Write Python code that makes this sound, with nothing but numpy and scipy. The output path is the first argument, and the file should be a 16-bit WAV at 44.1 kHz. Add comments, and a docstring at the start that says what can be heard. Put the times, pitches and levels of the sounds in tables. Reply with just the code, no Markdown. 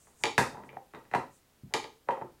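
"""A small, lively room, where small glass bottles are set down and nudged into line on a clear plastic rack.
Bases knock on the shelf and sides click on the rack's wall: short impulses ringing banks of damped modes.
Bases scrape as runs of tiny slips, a finger thuds on the table as one low mode, and fingertips brush
the caps as swells of high band noise. Echoes, standing waves and a decaying noise tail make the room,
over a faint steady bed of shaped noise."""
import sys
import numpy as np
from scipy import signal
from scipy.fft import rfft, irfft
from scipy.io import wavfile

SR = 44100
rng = np.random.default_rng(int(sys.argv[2]) if len(sys.argv) > 2 else 0)


def int16_out(signal):
    """Quantize to a 16-bit WAV file."""
    q = np.round(np.clip(np.atleast_2d(signal).T, -1, 1) * 32767)
    wavfile.write(sys.argv[1], SR, q.astype(np.int16))


N = 105840
T = np.arange(N) / SR


def from_db(db):
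    """Decibels to gain."""
    return 10 ** (np.asarray(db) / 20)


def cut(x, hz, kind="low", order=2):
    """Butterworth filter; the tiny offset keeps its state from fading into denormal numbers."""
    sos = signal.butter(order, hz, kind, fs=SR, output="sos")
    return signal.sosfilt(sos, x + 1e-18)


def resonance(x, hz, t60):
    """One damped mode: a two-pole ring that falls 60 dB in t60 seconds, with gain 1 at its peak."""
    radius = from_db(-60 / (t60 * SR))
    zeros = np.array([1, 0, -1]) * (1 - radius * radius) / 2
    poles = [1, -2 * radius * np.cos(2 * np.pi * hz / SR), radius * radius]
    return signal.lfilter(zeros, poles, x + 1e-18)


def body(x, modes):
    """A solid object's ring: its modes in parallel, with alternating signs."""
    total = 0
    for k, (hz, db, t60) in enumerate(modes):
        total = total + (-1) ** k * from_db(db) * resonance(x, hz, t60)
    return total


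def favour(x, hz, db, q=12.7):
    """Bring out one pitch with a resonance of sharpness q, or hold it back."""
    t60 = np.log(1000) / np.pi * q / hz
    return x + (from_db(db) - 1) * resonance(x, hz, t60)


def tap(delay_s=0):
    """A unit impulse in half a second of silence, leaving time to ring out."""
    return signal.unit_impulse(SR // 2, int(delay_s * SR))


def add(bus, start_s, sound, room_db):
    """Place a sound on the direct path and, room_db louder, on the send into the room."""
    i = int(start_s * SR)
    bus[:, i:i + len(sound)] += np.outer([1, from_db(room_db)], sound[:N - i])


# a bottle's base meets the shelf: [t/s, level/dB, low edge f/Hz, contact cut-off f/Hz,
#   first favoured f/Hz, its level/dB, second favoured f/Hz, its level/dB, room send level/dB]
BASE_KNOCKS = [(.070, -20, 119, 1670, 617, 3.7, 1170, 6, 1),
               (0.3791, 19, 53.7, 2754, 960, 6, 1643, 8.9, 0.5),
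               (.383, -4.5, 57, 2590, 151, 13.5, 1240, 12, 1.5),
               (0.545, -5.5, 149, 1070, 843, 10.6, 1050, 3.1, 0),
               (.570, -4, 150, 1200, 980, 9.6, 1600, 4, -1.5),
               (0.636, -11.5, 80, 1870, 300, 18, 1900, 2.5, -2),
               (.729, -13.5, 99, 1550, 518, 16.1, 2100, 4.6, 1),
               (0.7682, 0, 151, 1100, 767, 17.5, 1830, 8.4, -11.5),
               (0.936, -7, 110, 1640, 314, 11.6, 1155, 7.1, 1.5),
               (.948, -7, 110, 2100, 1148, 7.8, 3700, 11.4, -2),
               (1.052, -21, 100, 2110, 310, 12, 1900, 2.6, 0),
               (1.1131, -9, 120, 2230, 300, 4, 1900, 6.3, 0.5),
               (1.1372, 11.5, 200, 1800, 763, 17.5, 1976, 7.2, -6),
               (1.148, 13.5, 101, 1870, 710, 3.4, 969, 9, 0),
               (1.151, 3.5, 100, 2410, 1614, -0.5, 2800, 7.4, -4.5),
               (1.723, -12.5, 148, 1070, 390, 7, 910, 2, -6),
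               (2.087, 14.5, 326, 1360, 535, 12.4, 952, 12.6, -3.5),
               (2.107, -1.5, 403, 2010, 2570, 3, 3150, 9, 2),
               (2.170, 1, 355, 1120, 794, 4.8, 1900, 4.9, -1.5),
               (2.212, 0, 80, 1095, 350, 9.8, 880, 2.7, 2),
               (2.219, 2, 151, 1090, 887, 12.4, 2000, 5.7, -18.5)]
# damped modes of the plastic shelf: [f/Hz, level/dB, t60/s]
SHELF_MODES = [(131, -0.5, 0.066), (225, -4.5, 0.03), (334, -5, 0.016), (464.8, -0.5, 0.018),
               (671.5, -3.5, 0.011), (895, 0.5, .03), (1026, -3, 0.033), (1276, -3, 0.014),
               (1574, -4.5, 0.0083), (1921, 0, 0.011), (2610, -5, 0.006), (3180, -7, .01),
               (3940, -3.5, 0.0079)]
# the crack is at its base level at the reference cut-off, and fades as the contact softens
KNOCK_CRACK_DB, CRACK_REFERENCE_HZ, CRACK_DB_PER_OCTAVE = -21.5, 2450, 24.5
# the crack is the rattle of neighbouring bottles, off to the side, so it is weaker on the direct path
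CRACK_DIRECT_DB = -5.5


def knocks():
    """Bases on the shelf: harder contacts are brighter and crack more, and each favours two pitches."""
    bus = np.zeros((2, N))
    for (start_s, db, low_hz, cut_hz, first_hz, first_db,
         second_hz, second_db, room_db) in BASE_KNOCKS:
        push = cut(tap(), cut_hz, order=3)
        push = cut(push, low_hz, "high")
        push = favour(push, first_hz, first_db)
        push = favour(push, second_hz, second_db)
        add(bus, start_s, from_db(db) * body(push, SHELF_MODES), room_db)

        hardness_octaves = np.log2(cut_hz / CRACK_REFERENCE_HZ)
        crack_db = db + KNOCK_CRACK_DB + CRACK_DB_PER_OCTAVE * hardness_octaves
        # the room send keeps the crack at its full level
        add(bus, start_s, from_db(crack_db + CRACK_DIRECT_DB) * crack(), room_db - CRACK_DIRECT_DB)
    return bus


# a bottle's side hits the wall: [t/s, level/dB, contact cut-off f/Hz, favoured f/Hz, its level/dB,
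#   room send level/dB]
SIDE_CLICKS = [(0.237, 11.5, 9700, 2380, 4, -4.5), (0.2544, 4.5, 8600, 2250, 1.5, 0),
               (.691, -21, 2900, 2280, 13.5, -1), (1.7383, 9, 11100, 2083, 1.5, 0),
               (1.7459, -16, 8570, 880, 2, -21), (1.842, -7.5, 4860, 510, 7, -2)]
# modes of the rack's wall, before the damping limit: [f/Hz, level/dB, t60/s]
WALL_MODES = [(135, -9, 0.037), (296.3, -2, .04), (436, 4.5, 0.036), (881, 4.5, 0.017), (1060, -2.5, .035),
              (1190, -2.5, .03), (1950, -0.5, 0.0039), (2406, 1.5, 0.0094), (2930, -5, 0.0052),
              (3830, -3.5, 0.0084), (4540, -4, 0.011), (7020, -8.5, 0.0062), (10450, -17.5, .002)]
WALL_MAX_CYCLES = 42   # the loaded plastic limits every mode's t60 to this many cycles
FLEX_BELOW_HZ, FLEX_LAG_S = 1430, .004   # low modes need the whole rack to flex, and start later
CLICK_CRACK_DB = -16.5


def clicks():
    """Hard, bright contacts of glass with the rack's wall: a snap, then the low flexing of the rack."""
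    modes = [(hz, db, min(t60, WALL_MAX_CYCLES / hz)) for hz, db, t60 in WALL_MODES]
    low_modes = [mode for mode in modes if mode[0] < FLEX_BELOW_HZ]
    high_modes = [mode for mode in modes if mode[0] >= FLEX_BELOW_HZ]
    flex = body(tap(FLEX_LAG_S), low_modes)
    snap = cut(body(tap(), high_modes), FLEX_BELOW_HZ, "high", order=5)

    bus = np.zeros((2, N))
    for start_s, db, cut_hz, ring_hz, ring_db, room_db in SIDE_CLICKS:
        ring = snap + flex + from_db(CLICK_CRACK_DB) * crack()
        ring = cut(ring, cut_hz, order=3)
        ring = favour(ring, ring_hz, ring_db, q=3.8)
        add(bus, start_s, from_db(db) * ring, room_db)
    return bus


# nominal trips to and fro in the plate, varied at each contact: [trip time/s]
NOMINAL_TRIPS = (.00023, .00041, .00067)
CRACK_LOW_HZ, CRACK_HIGH_HZ = 3400, 9070
TRIP_FEEDBACK = .45   # share fed back on each trip


def crack():
    """A bright snap, smeared over a few milliseconds by plate trips that differ from spot to spot."""
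    x = tap()
    for trip_s in NOMINAL_TRIPS * rng.uniform(.6, 1.6, 3):
        # an all-pass loop smears the snap in time without colouring it
        loop = np.r_[1, np.zeros(int(trip_s * SR)), TRIP_FEEDBACK]
        x = signal.lfilter(loop[::-1], loop, x + 1e-18)
    x = cut(x, CRACK_LOW_HZ, "high")
    return cut(x, CRACK_HIGH_HZ, order=3)


# a base drags over the shelf: [t/s, length/s, level/dB, contact cut-off f/Hz]
BASE_SCRAPES = [(0.199, .035, -22.5, 1300), (.5, .13, -16.5, 1100), (.65, .1, -23.5, 900),
                (0.943, .03, -14, 1500), (1.124, .02, -8.5, 1500), (1.701, .035, -23, 1000),
                (2.069, .026, -12, 900)]
SLIPS_PER_S = 450   # on average


def scrapes():
    """Runs of tiny, unevenly timed and sized slips shake the shelf and ring its modes."""
    bus = np.zeros((2, N))
    for start_s, length_s, db, cut_hz in BASE_SCRAPES:
        times = np.cumsum(rng.uniform(.2, 1.8, size=200)) / SLIPS_PER_S
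        sizes = rng.choice([-1, 1], size=200) * rng.uniform(.4, 1, size=200)
        sizes = sizes * (times < length_s)
        slips = np.bincount((times * SR).astype(int), sizes, minlength=SR // 2)
        rub = cut(slips, cut_hz, order=3)
        add(bus, start_s, from_db(db) * body(rub, SHELF_MODES), room_db=0)
    return bus


BUMP_S, BUMP_DB, BUMP_ROOM_DB = 1.635, 10, -5
BUMP_HZ, BUMP_T60_S, BUMP_SOFT_HZ = 159, .043, 219   # table mode, its decay, fingertip cut-off


def bump():
    """A finger on the table: a soft push rings one low mode as a thud."""
    bus = np.zeros((2, N))
    thud = resonance(cut(tap(), BUMP_SOFT_HZ), BUMP_HZ, BUMP_T60_S)
    add(bus, BUMP_S, from_db(BUMP_DB) * thud, BUMP_ROOM_DB)
    return bus


# fingertips brush a cap: [centre t/s, half length/s, level/dB]
CAP_BRUSHES = [(0.034, 0.11, -66), (0.25, 0.058, -56.5), (0.667, 0.02, -71), (1.355, 0.041, -66.5)]
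BRUSH_LOW_HZ, BRUSH_HIGH_HZ = 6300, 9530


def brushes():
    """Skin on the caps: faint high noise that swells and fades in bell-shaped swishes."""
    swish = cut(rng.standard_normal(N), [BRUSH_LOW_HZ, BRUSH_HIGH_HZ], "band")
    swells = np.zeros(N)
    for centre_s, half_s, db in CAP_BRUSHES:
        swells += from_db(db) * np.exp(-((T - centre_s) / half_s) ** 2)
    return swish / swish.std() * swells


# the room's diffuse reverberation: [f/Hz, level against the sound sent in/dB, t60/s]
REVERBERATION = [(60, 11.5, .6), (129.7, 1.5, 0.31), (280, 8, 0.34), (561.6, 3.5, 0.24), (1017, 4, 0.26),
                 (1900, -2.5, 0.26), (4020, 2, 0.33), (7700, -1, 0.33), (13930, 0.5, .28)]
ROOM_DELAY_S, ROOM_BUILD_S = .0013, .0012


def diffuse_tail():
    """Scattered reflections: bands of noise that build up fast and die at their own rates."""
    hz, wet_db, t60 = np.transpose(REVERBERATION)
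    f = np.arange(SR // 2 + 1)
    t = np.maximum(T[:SR] - ROOM_DELAY_S, 0)
    build = 1 - np.exp(-t / ROOM_BUILD_S)
    white = rfft(rng.standard_normal(SR))
    response = np.zeros(SR)
    edges = np.geomspace(40, 17000, 28)
    for low, high in zip(edges, edges[1:]):
        centre = np.log(low * high) / 2
        db = np.interp(centre, np.log(hz), wet_db)
        decay_s = np.interp(centre, np.log(hz), t60)
        band = irfft(white * (f >= low) * (f < high))
        tail = band * np.exp(-np.log(1000) * t / decay_s) * build
        # at 0 dB a band holds as much energy as the same band of a unit impulse
        band_gain = np.sqrt(2 * (high - low) / SR)
        response += from_db(db) * band_gain * tail / np.linalg.norm(tail)
    return response


# standing waves of the room: [f/Hz, level against the sound sent in/dB]
STANDING_WAVES = [(135, 7.5), (243, 8.5), (457, 4.5), (525, -0.5), (575, 3.5), (794, 12), (888, 3),
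                  (944, -0.5), (995, 6.5), (1168, 6), (1233, 12.5), (1640, 5)]


def standing_waves():
    """Waves trapped between surfaces: single pitches that ring as long as the reverberation there."""
    hz, _, t60 = np.transpose(REVERBERATION)
    waves = [(wave_hz, db, np.interp(wave_hz, hz, t60)) for wave_hz, db in STANDING_WAVES]
    return body(signal.unit_impulse(SR, int(ROOM_DELAY_S * SR)), waves)


# reflections off the table and the back wall: [t/s, level/dB]
NEAR_ECHOES = [(.0035, -10.5), (.008, -21)]


def room(x):
    """Two near echoes, standing waves and a diffuse tail, convolved with the sound sent in."""
    response = diffuse_tail() + standing_waves()
    for delay_s, db in NEAR_ECHOES:
        response[int(delay_s * SR)] += from_db(db)
    return signal.fftconvolve(x, response)[:N]


# spectrum of the steady background: [f/Hz, relative level per Hz/dB]
HISS_SPECTRUM = [(25, -12.5), (60, -8), (120, -11), (220, -13), (800, -20), (2000, -24), (5300, -28),
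                 (15500, -30)]
HISS_DB = -66.5   # overall RMS level


def hiss():
    """A steady bed of low rumble and faint hiss: white noise shaped to one smooth spectrum."""
    hz, db = np.transpose(HISS_SPECTRUM)
    f = np.maximum(np.fft.rfftfreq(N, 1 / SR), 1)
    shape = from_db(np.interp(np.log(f), np.log(hz), db))
    noise = irfft(rfft(rng.standard_normal(N)) * shape, N)
    return from_db(HISS_DB) * noise / noise.std()


def scene():
    """All contacts, direct and through the room; shelf and wall each have their own path into it."""
    shelf = knocks() + scrapes() + bump()   # the bump shares the shelf's path
    wall = clicks()
    mix = brushes() + hiss()
    for direct, sent in (shelf, wall):
        mix = mix + direct + room(sent)
    return mix[None]


def record(dry):
    """The top is cut steeply above 16 kHz."""
    top_cut = signal.ellip(10, .1, 70, 16000, fs=SR, output="sos")
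    return signal.sosfilt(top_cut, dry)


dry = scene()
out = record(dry)
int16_out(out)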